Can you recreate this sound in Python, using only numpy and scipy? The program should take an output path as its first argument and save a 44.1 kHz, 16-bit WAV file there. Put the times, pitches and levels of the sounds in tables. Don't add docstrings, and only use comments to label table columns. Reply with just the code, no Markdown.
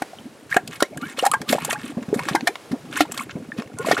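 import sys
import numpy as np
from scipy import signal
from scipy.fft import rfft, irfft
from scipy.io import wavfile

SR = 44100
rng = np.random.default_rng(int(sys.argv[2]) if len(sys.argv) > 2 else 0)


def bounce(signal):
    frames = np.transpose(np.atleast_2d(signal))
    limited = np.clip(frames, -1, 1)
    pcm = np.round(limited * 32767).astype(np.int16)
    wavfile.write(sys.argv[1], SR, pcm)


N = 176400


def undb(db):
    return 10 ** (np.asarray(db) / 20)


def unit(x):
    return x / np.sqrt(np.mean(x ** 2))


def add(out, start_s, x):
    i = max(int(start_s * SR), 0)
    out[i:i + len(x)] += x[:max(len(out) - i, 0)]


def curve(rows):
    return undb(np.interp(np.arange(N) / SR, *np.array(rows).T))


def at_hz(rows, hz):
    row_hz, values = np.array(rows).T
    return np.interp(np.log(hz + 1), np.log(row_hz), values)


def colour(x, rows, share=1):
    gain_db = share * at_hz(rows, np.fft.rfftfreq(len(x), 1 / SR))
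    return irfft(rfft(x) * undb(gain_db), len(x))


def band(x, lo_hz, hi_hz):
    sos = signal.butter(2, [lo_hz, hi_hz], "band", fs=SR, output="sos")
    return unit(signal.sosfilt(sos, x))


def walk(rate_hz, size=N):
    position = np.arange(size) / SR * rate_hz
    knots = int(position[-1]) + 2
    return np.interp(position, np.arange(knots), rng.standard_normal(knots))


def cavity(hz, decay_s, rise_per_s, wobble=0, size=SR // 6):
    open_decays, collapse_decays, overtone_db = 0.26, 14, -22
    t = np.arange(size) / SR
    age = t / decay_s
    env = (1 - np.exp(-age / open_decays)) * np.exp(-age - (age / collapse_decays) ** 4)
    env /= env.max()
    phase = 2 * np.pi * np.cumsum(hz * (1 + rise_per_s * t) * (1 + wobble)) / SR
    return env * (np.sin(phase) + undb(overtone_db) * env * np.sin(2 * phase))


def droplets(spread_db, per_s=2600, decay_cycles=2.5, pool=12000):
    out, t = np.zeros(N), np.arange(SR // 200) / SR
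    for when, pitch, size in rng.random((pool, 3))[:int(per_s * N / SR)]:
        hz = 1000 * 14 ** pitch
        strength = undb(-spread_db * np.log(max(size, .02))) * np.sqrt(hz)
        env = np.exp(-t * hz / decay_cycles) * (1 - t / t[-1])
        add(out, when * N / SR, strength * env * np.sin(2 * np.pi * hz * t))
    return unit(out)


# (frequency [Hz], relative density [dB])
WIND_SPECTRUM = [(30, -16), (112, -12), (410, 3), (1150, -6), (2850, -11), (11000, -21), (15000, -32)]
# (time [s], level [dB])
WIND_LEVEL = [(0, -43), (.5, -51.5), (2.6, -46), (4, -53)]


def wind(gust_db=1.0, gust_hz=6.4):
    hiss = unit(colour(rng.standard_normal(N), WIND_SPECTRUM))
    return hiss * curve(WIND_LEVEL) * undb(gust_db * walk(gust_hz))


# (pitch [Hz], relative level [dB])
CHURN_SPECTRUM = [(70, -8), (130, 2.5), (200, 3), (400, -1.5), (800, -6.5), (2400, -12.5)]
# (time [s], level [dB])
CHURN_LEVEL = [(0, -52), (.42, -49.5), (.68, -43.5), (.85, -56), (.95, -35.5), (1.12, -46), (1.52, -37),
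               (1.95, -40), (2.3, -37.5), (2.58, -56), (2.74, -45), (2.82, -47.5), (2.98, -37.5),
               (3.27, -41.5), (3.72, -40), (3.92, -29.5), (4, -35)]


def churn(per_s=330, spread_db=4.0, max_rise_per_s=18, pool=2500):
    out = np.zeros(N)
    for when, pitch, size, length in rng.random((pool, 4))[:int(per_s * N / SR)]:
        hz = 90 * 32 ** pitch
        decay_s = 1.4 * (0.82 + length) / np.sqrt(hz * 400)
        db = at_hz(CHURN_SPECTRUM, hz) - spread_db * np.log(max(size, .04))
        ring = cavity(hz, decay_s, max_rise_per_s * length, size=SR // 16)
        add(out, when * N / SR, undb(db) * ring)
    return unit(out) * curve(CHURN_LEVEL)


def specks(per_s=22, decay_s=0.0029, pool=400):
    env, t = np.zeros(N), np.arange(SR // 100) / SR
    for when, size in rng.random((pool, 2))[:int(per_s * N / SR)]:
        add(env, when * N / SR, size ** 2 * np.exp(-t / decay_s))
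    grit = colour(band(rng.standard_normal(N), 920, 14000), [(1500, 16.5), (10000, -5)])
    return curve(CHURN_LEVEL) * env * grit


# (time [s], low band [dB], mid band [dB], high band [dB], decay [ms])
SKIN_TEARS = [(0.019, -22, -32, -31, 2.35), (0.542, -22, -36, -33, 5.8), (.565, -14.5, -37, -23.5, 3.8),
              (.675, -38, -28, -31, 2.7), (0.803, -26.5, -27.5, -29.5, 5), (0.824, -14, -12.5, -17.5, 2.2),
              (0.973, -48, -35, -30.5, 1.2), (1.188, -24.5, -23.5, -26.5, 5.4),
              (1.251, -19.5, -25.5, -22, 5.3), (1.264, -17.5, -19.5, -18.5, 2.8),
              (1.315, -52, -19, -13, 0.56), (1.335, -20, -31, -28.5, 5.4), (1.415, -28.5, -30, -33.5, 3.3),
              (1.489, -40, -19, -26, 10.2), (1.525, -17.5, -21, -25, 5.5), (1.647, -25.5, -24.5, -20, 3.6),
              (1.729, -23.5, -24.5, -25, 3.2), (2.141, -30.5, -34, -33.5, 9.3),
              (2.191, -22, -37, -37.5, 4.3), (2.285, -19, -23.5, -29, 8.9), (2.35, -19, -21.5, -24.5, 5.5),
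              (2.408, -24.5, -29, -46, 0.76), (2.472, -17, -15, -19.5, 4.6), (2.555, -24.5, -44, -42, 1.4),
              (2.715, -34, -36.5, -42, 7.8), (3.005, -31, -16, -22.5, 6.9), (3.119, -33.5, -31.5, -25, 3.1),
              (3.175, -27.5, -23, -27.5, 3.7), (3.620, -30, -40, -45, 2.2), (3.786, -34, -34.5, -27, 1.2),
              (3.884, -25.5, -39, -38, 18), (3.913, -15.5, -17.5, -25, 7), (3.976, -22, -41, -38.5, 9.6)]


def splats(attack_ms=1.4, lead_s=.02, stretch_db=-18.5):
    out, t = np.zeros(N), np.arange(SR // 10) / SR
    crackle = droplets(spread_db=2.5) + undb(6.5) * rng.standard_normal(N)
    bands = np.array([band(crackle, *hz) for hz in [(557, 2280), (2610, 5000), (6360, 12060)]])
    for start_s, *bands_db, decay_ms in SKIN_TEARS:
        tear = (1 - np.exp(-(t / attack_ms * 1000) ** 2)) * np.exp(-t / decay_ms * 1000)
        stretch = undb(stretch_db) * tear.max() * np.exp(-np.abs(t - lead_s) / decay_ms * 1000)
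        env = np.hypot(np.interp(t - lead_s, t, tear), stretch)
        grit = bands.take(int(start_s * SR) + np.arange(len(t)), axis=1, mode="wrap") * env
        grit *= np.sqrt(np.sum(env ** 2) / np.sum(grit ** 2, axis=1, keepdims=True)) / env.max()
        add(out, start_s - lead_s, undb(bands_db) @ grit)
    return out


# (time [s], start pitch [Hz], level [dB])
BLUNT_POPS = [(.020, 288, -19), (.020, 774, -16.5), (.186, 3070, -35.5), (0.526, 1840, -14.5),
              (0.564, 385, -9.5), (.805, 1350, -15.5), (0.822, 1204, -13.5), (0.976, 1570, -27),
              (.824, 395, -13), (.824, 570, -9), (1.194, 2810, -16.5), (1.266, 460, -16),
              (1.337, 1100, -12), (1.583, 870, -17), (1.729, 620, -18), (2.350, 830, -8.5),
              (2.359, 1950, -16.5), (3.006, 698, -5.5), (3.007, 1990, -13.5), (3.192, 1190, -24),
              (3.519, 1706, -23.5), (3.886, 454, -14.5), (3.912, 616, -4.5), (3.931, 387, -10.5)]
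# (time [s], start pitch [Hz], level [dB])
WET_SQUELCHES = [(.132, 630, -33), (1.183, 465, -24.5), (1.240, 1140, -26), (1.681, 443, -25),
                 (1.691, 758, -22.5), (1.702, 1400, -31), (1.709, 1745, -22.5), (1.711, 1040, -28),
                 (1.746, 985, -29.5), (1.756, 1400, -26.5), (2.965, 1348, -18), (2.986, 1870, -27),
                 (3.052, 803, -29), (3.142, 1104, -35), (3.167, 1464, -32.5), (3.193, 2050, -26.5),
                 (3.206, 1030, -23.5), (3.968, 1340, -19.5)]
# (time [s], start pitch [Hz], level [dB], decay [ms], rise [start pitches/s])
PLOPS = [(.253, 192, -32, 13.4, 27), (.514, 1533, -25, 11, 9.3), (.566, 1513, -10.5, 5.2, 16.4),
         (.566, 662, -11, 6, 13), (.824, 1790, -22, 9.3, 5.5), (1.020, 212.6, -28.5, 16.3, 17.8),
         (1.025, 1333, -29.5, 26, 6.1), (1.226, 495, -10.5, 4.1, 4.9), (1.233, 650, -15.5, 9.8, 26),
         (1.262, 739, -11.5, 8.7, 9.3), (1.315, 1160, -19, 9, 7.5), (1.341, 820, -14, 7.8, 13.3),
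         (1.340, 1595, -15, 8.2, 1.1), (1.529, 566, -7, 3.9, 28), (1.549, 470, -14.5, 4.6, 52),
         (1.729, 2516, -31, 8, 1.5), (2.128, 379, -10.5, 8, 14.7), (2.196, 890, -28, 11, 8),
         (2.347, 340, -14, 5.4, 5.2), (2.360, 913, -13, 5, 3.3), (2.364, 1540, -24, 12, 0.93),
         (2.424, 185, -24.5, 13.4, 42), (2.471, 1726, -14, 5.6, 7.1), (2.473, 667, -16, 8.1, 11),
         (2.476, 2350, -16.5, 4, 1.7), (2.491, 335, -25.5, 10.3, 15.7), (3.004, 296, -15.5, 12, 1.55),
         (3.005, 1295, -15, 5, 7.1), (3.795, 394, -24, 13, 13), (3.847, 990, -20, 3.6, 15),
         (3.868, 637, -20.5, 10.5, 3.3), (3.920, 1780, -15.5, 4.9, 11.4), (3.990, 387, -21, 7, 18)]


def bubbles(drag_db=2.3, wobble_depth=0.027):
    pop_decay_ms, pop_rise_per_s = 2.4, 9.9
    squelch_decay_ms, squelch_rise_per_s = 4.9, 28.1
    pops = [(*row, pop_decay_ms, pop_rise_per_s) for row in BLUNT_POPS]
    squelches = [(*row, squelch_decay_ms, squelch_rise_per_s) for row in WET_SQUELCHES]
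    out = np.zeros(N)
    for start_s, hz, db, decay_ms, rise_per_s in list(PLOPS) + pops + squelches:
        drag = undb(drag_db * walk(hz / 2, size=SR // 6))
        wobble = wobble_depth * walk(388, size=SR // 6)
        add(out, start_s, undb(db) * drag * cavity(hz, decay_ms / 1000, rise_per_s, wobble))
    return out


# (time [s], length [s], low band [dB], high band [dB])
SPUTTERS = [(0.494, 0.048, -37, -44.5), (0.702, 0.074, -43, -52), (1.011, 0.12, -44.5, -49),
            (1.164, 0.12, -38, -43), (1.481, 0.06, -30.5, -30.5), (1.528, 0.16, -39.5, -47),
            (1.693, 0.047, -30.5, -31.5), (1.783, 0.14, -42.5, -49.5), (2.165, 0.18, -41.5, -50),
            (2.91, 0.05, -36.5, -46), (2.955, 0.074, -29.5, -33.5), (3.133, 0.11, -44.5, -45.5),
            (3.289, 0.029, -39, -71), (3.569, 0.042, -38.5, -51), (3.803, 0.28, -41, -48),
            (3.854, 0.1, -37, -41.5)]


def sprays(simmer_db=-67, flutter_db=2, edge_s=0.0083):
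    t = np.arange(N) / SR
    fizz = droplets(spread_db=4.3) * undb(flutter_db * walk(130))
    gains = np.full((2, N), undb(simmer_db))
    for start_s, length_s, *bands_db in SPUTTERS:
        opening = np.clip((t - start_s) / edge_s, 0, 1)
        closing = np.clip((start_s + length_s - t) / edge_s / 2 + .5, 0, 1)
        gains += undb(bands_db)[:, None] * opening * closing
    return gains[0] * band(fizz, 990, 4370) + gains[1] * band(fizz, 6900, 13300)


# (time [s], start pitch [Hz], level [dB])
DEEP_GULPS = [(0.561, 166, -27), (0.684, 157, -29.5), (0.82, 174, -34.5), (1.406, 175, -22),
              (1.5, 227, -17.5), (1.523, 213, -19), (1.84, 224, -25), (1.97, 190, -16), (2.018, 203, -26),
              (2.083, 167, -19.5), (2.159, 210, -17), (2.311, 162, -17), (2.711, 166, -19.5),
              (2.729, 238, -16), (3.354, 169, -18.5), (3.585, 199, -17.5)]


def gulps(decay_s=0.00587, rise_per_s=8.6, slop_db=-16.5, slop_band_hz=(204, 496.128)):
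    out, t = np.zeros(N), np.arange(SR // 6) / SR
    age = t / decay_s
    slop_env = age / 2 * np.exp(1 - age / 2)
    for start_s, hz, db in DEEP_GULPS:
        slop = band(rng.standard_normal(len(t)), *slop_band_hz) * slop_env
        add(out, start_s, undb(db) * (cavity(hz, decay_s, rise_per_s) + undb(slop_db) * slop))
    return out


# (time [s], pitch [Hz], level [dB])
MUD_FILMS = [(.990, 1170, -39.5), (1.000, 3030, -45.5), (1.012, 2260, -45.5), (1.450, 1210, -41),
             (1.725, 867, -33), (3.770, 1460, -34), (3.775, 1074, -36.5)]


def films(length_s=0.067, pitch_arch=.05):
    out = np.zeros(N)
    swell = np.sin(np.pi * np.arange(int(length_s * SR)) / (length_s * SR))
    for start_s, hz, db in MUD_FILMS:
        drift = .5 * walk(2 / length_s, size=len(swell))
        pitch_hz = hz * (1 + pitch_arch * (swell - 1 + drift))
        add(out, start_s, undb(db) * swell ** 2 * np.sin(2 * np.pi * np.cumsum(pitch_hz) / SR))
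    return out


def echo(x, t60_s, delay_s=.002):
    t = np.arange(SR // 2) / SR
    tail = rng.standard_normal(len(t)) * np.exp(-np.log(1000) * t / t60_s) * (t > delay_s)
    return signal.fftconvolve(x, tail / np.linalg.norm(tail))[:N]


# (frequency [Hz], gain [dB])
VENT_RESPONSE = [(170, -2.5), (305, 3), (480, 2.5), (1900, 1.5), (2600, 2), (4800, -2), (7500, 4.5),
                 (10500, -4)]


def scene():
    mud = bubbles() + gulps() + splats() + sprays() + churn() + films() + specks()
    mud = colour(mud, VENT_RESPONSE)
    crater = undb(-8) * colour(echo(mud, t60_s=0.021), [(600, -2.5), (2000, -0.5)])
    ground = undb(-17.5) * echo(mud, t60_s=0.14)
    mid = mud + crater + ground + wind()
    scatter = echo(mid, t60_s=0.004)
    scatter = colour(scatter, [(200, -31.5), (700, -29.5), (2500, -8.5), (8000, -2), (12000, 10)])
    flicker = unit(walk(250))
    port_air = undb(-63) * band(rng.standard_normal(N), 100, 400)
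    side = undb(-10.5) * scatter * flicker + port_air
    return np.array([mid + side, mid - side])


# (frequency [Hz], left minus right [dB])
PORT_IMBALANCE = [(4000, 0), (6500, 0), (8200, 1), (9800, -10), (11500, 4), (15000, -1.5)]


def record(dry):
    low_cut_hz, top_hz, ceiling = 75, 15800, 0.82
    ports = np.array([colour(x, PORT_IMBALANCE, share) for x, share in zip(dry, (.5, -.5))])
    ports = signal.sosfilt(signal.butter(2, low_cut_hz, "high", fs=SR, output="sos"), ports)
    ports = ports / (1 + (ports / ceiling) ** 8) ** (1 / 8)
    return signal.sosfilt(signal.ellip(8, .2, 80, top_hz, fs=SR, output="sos"), ports)


dry = scene()
out = record(dry)
bounce(out)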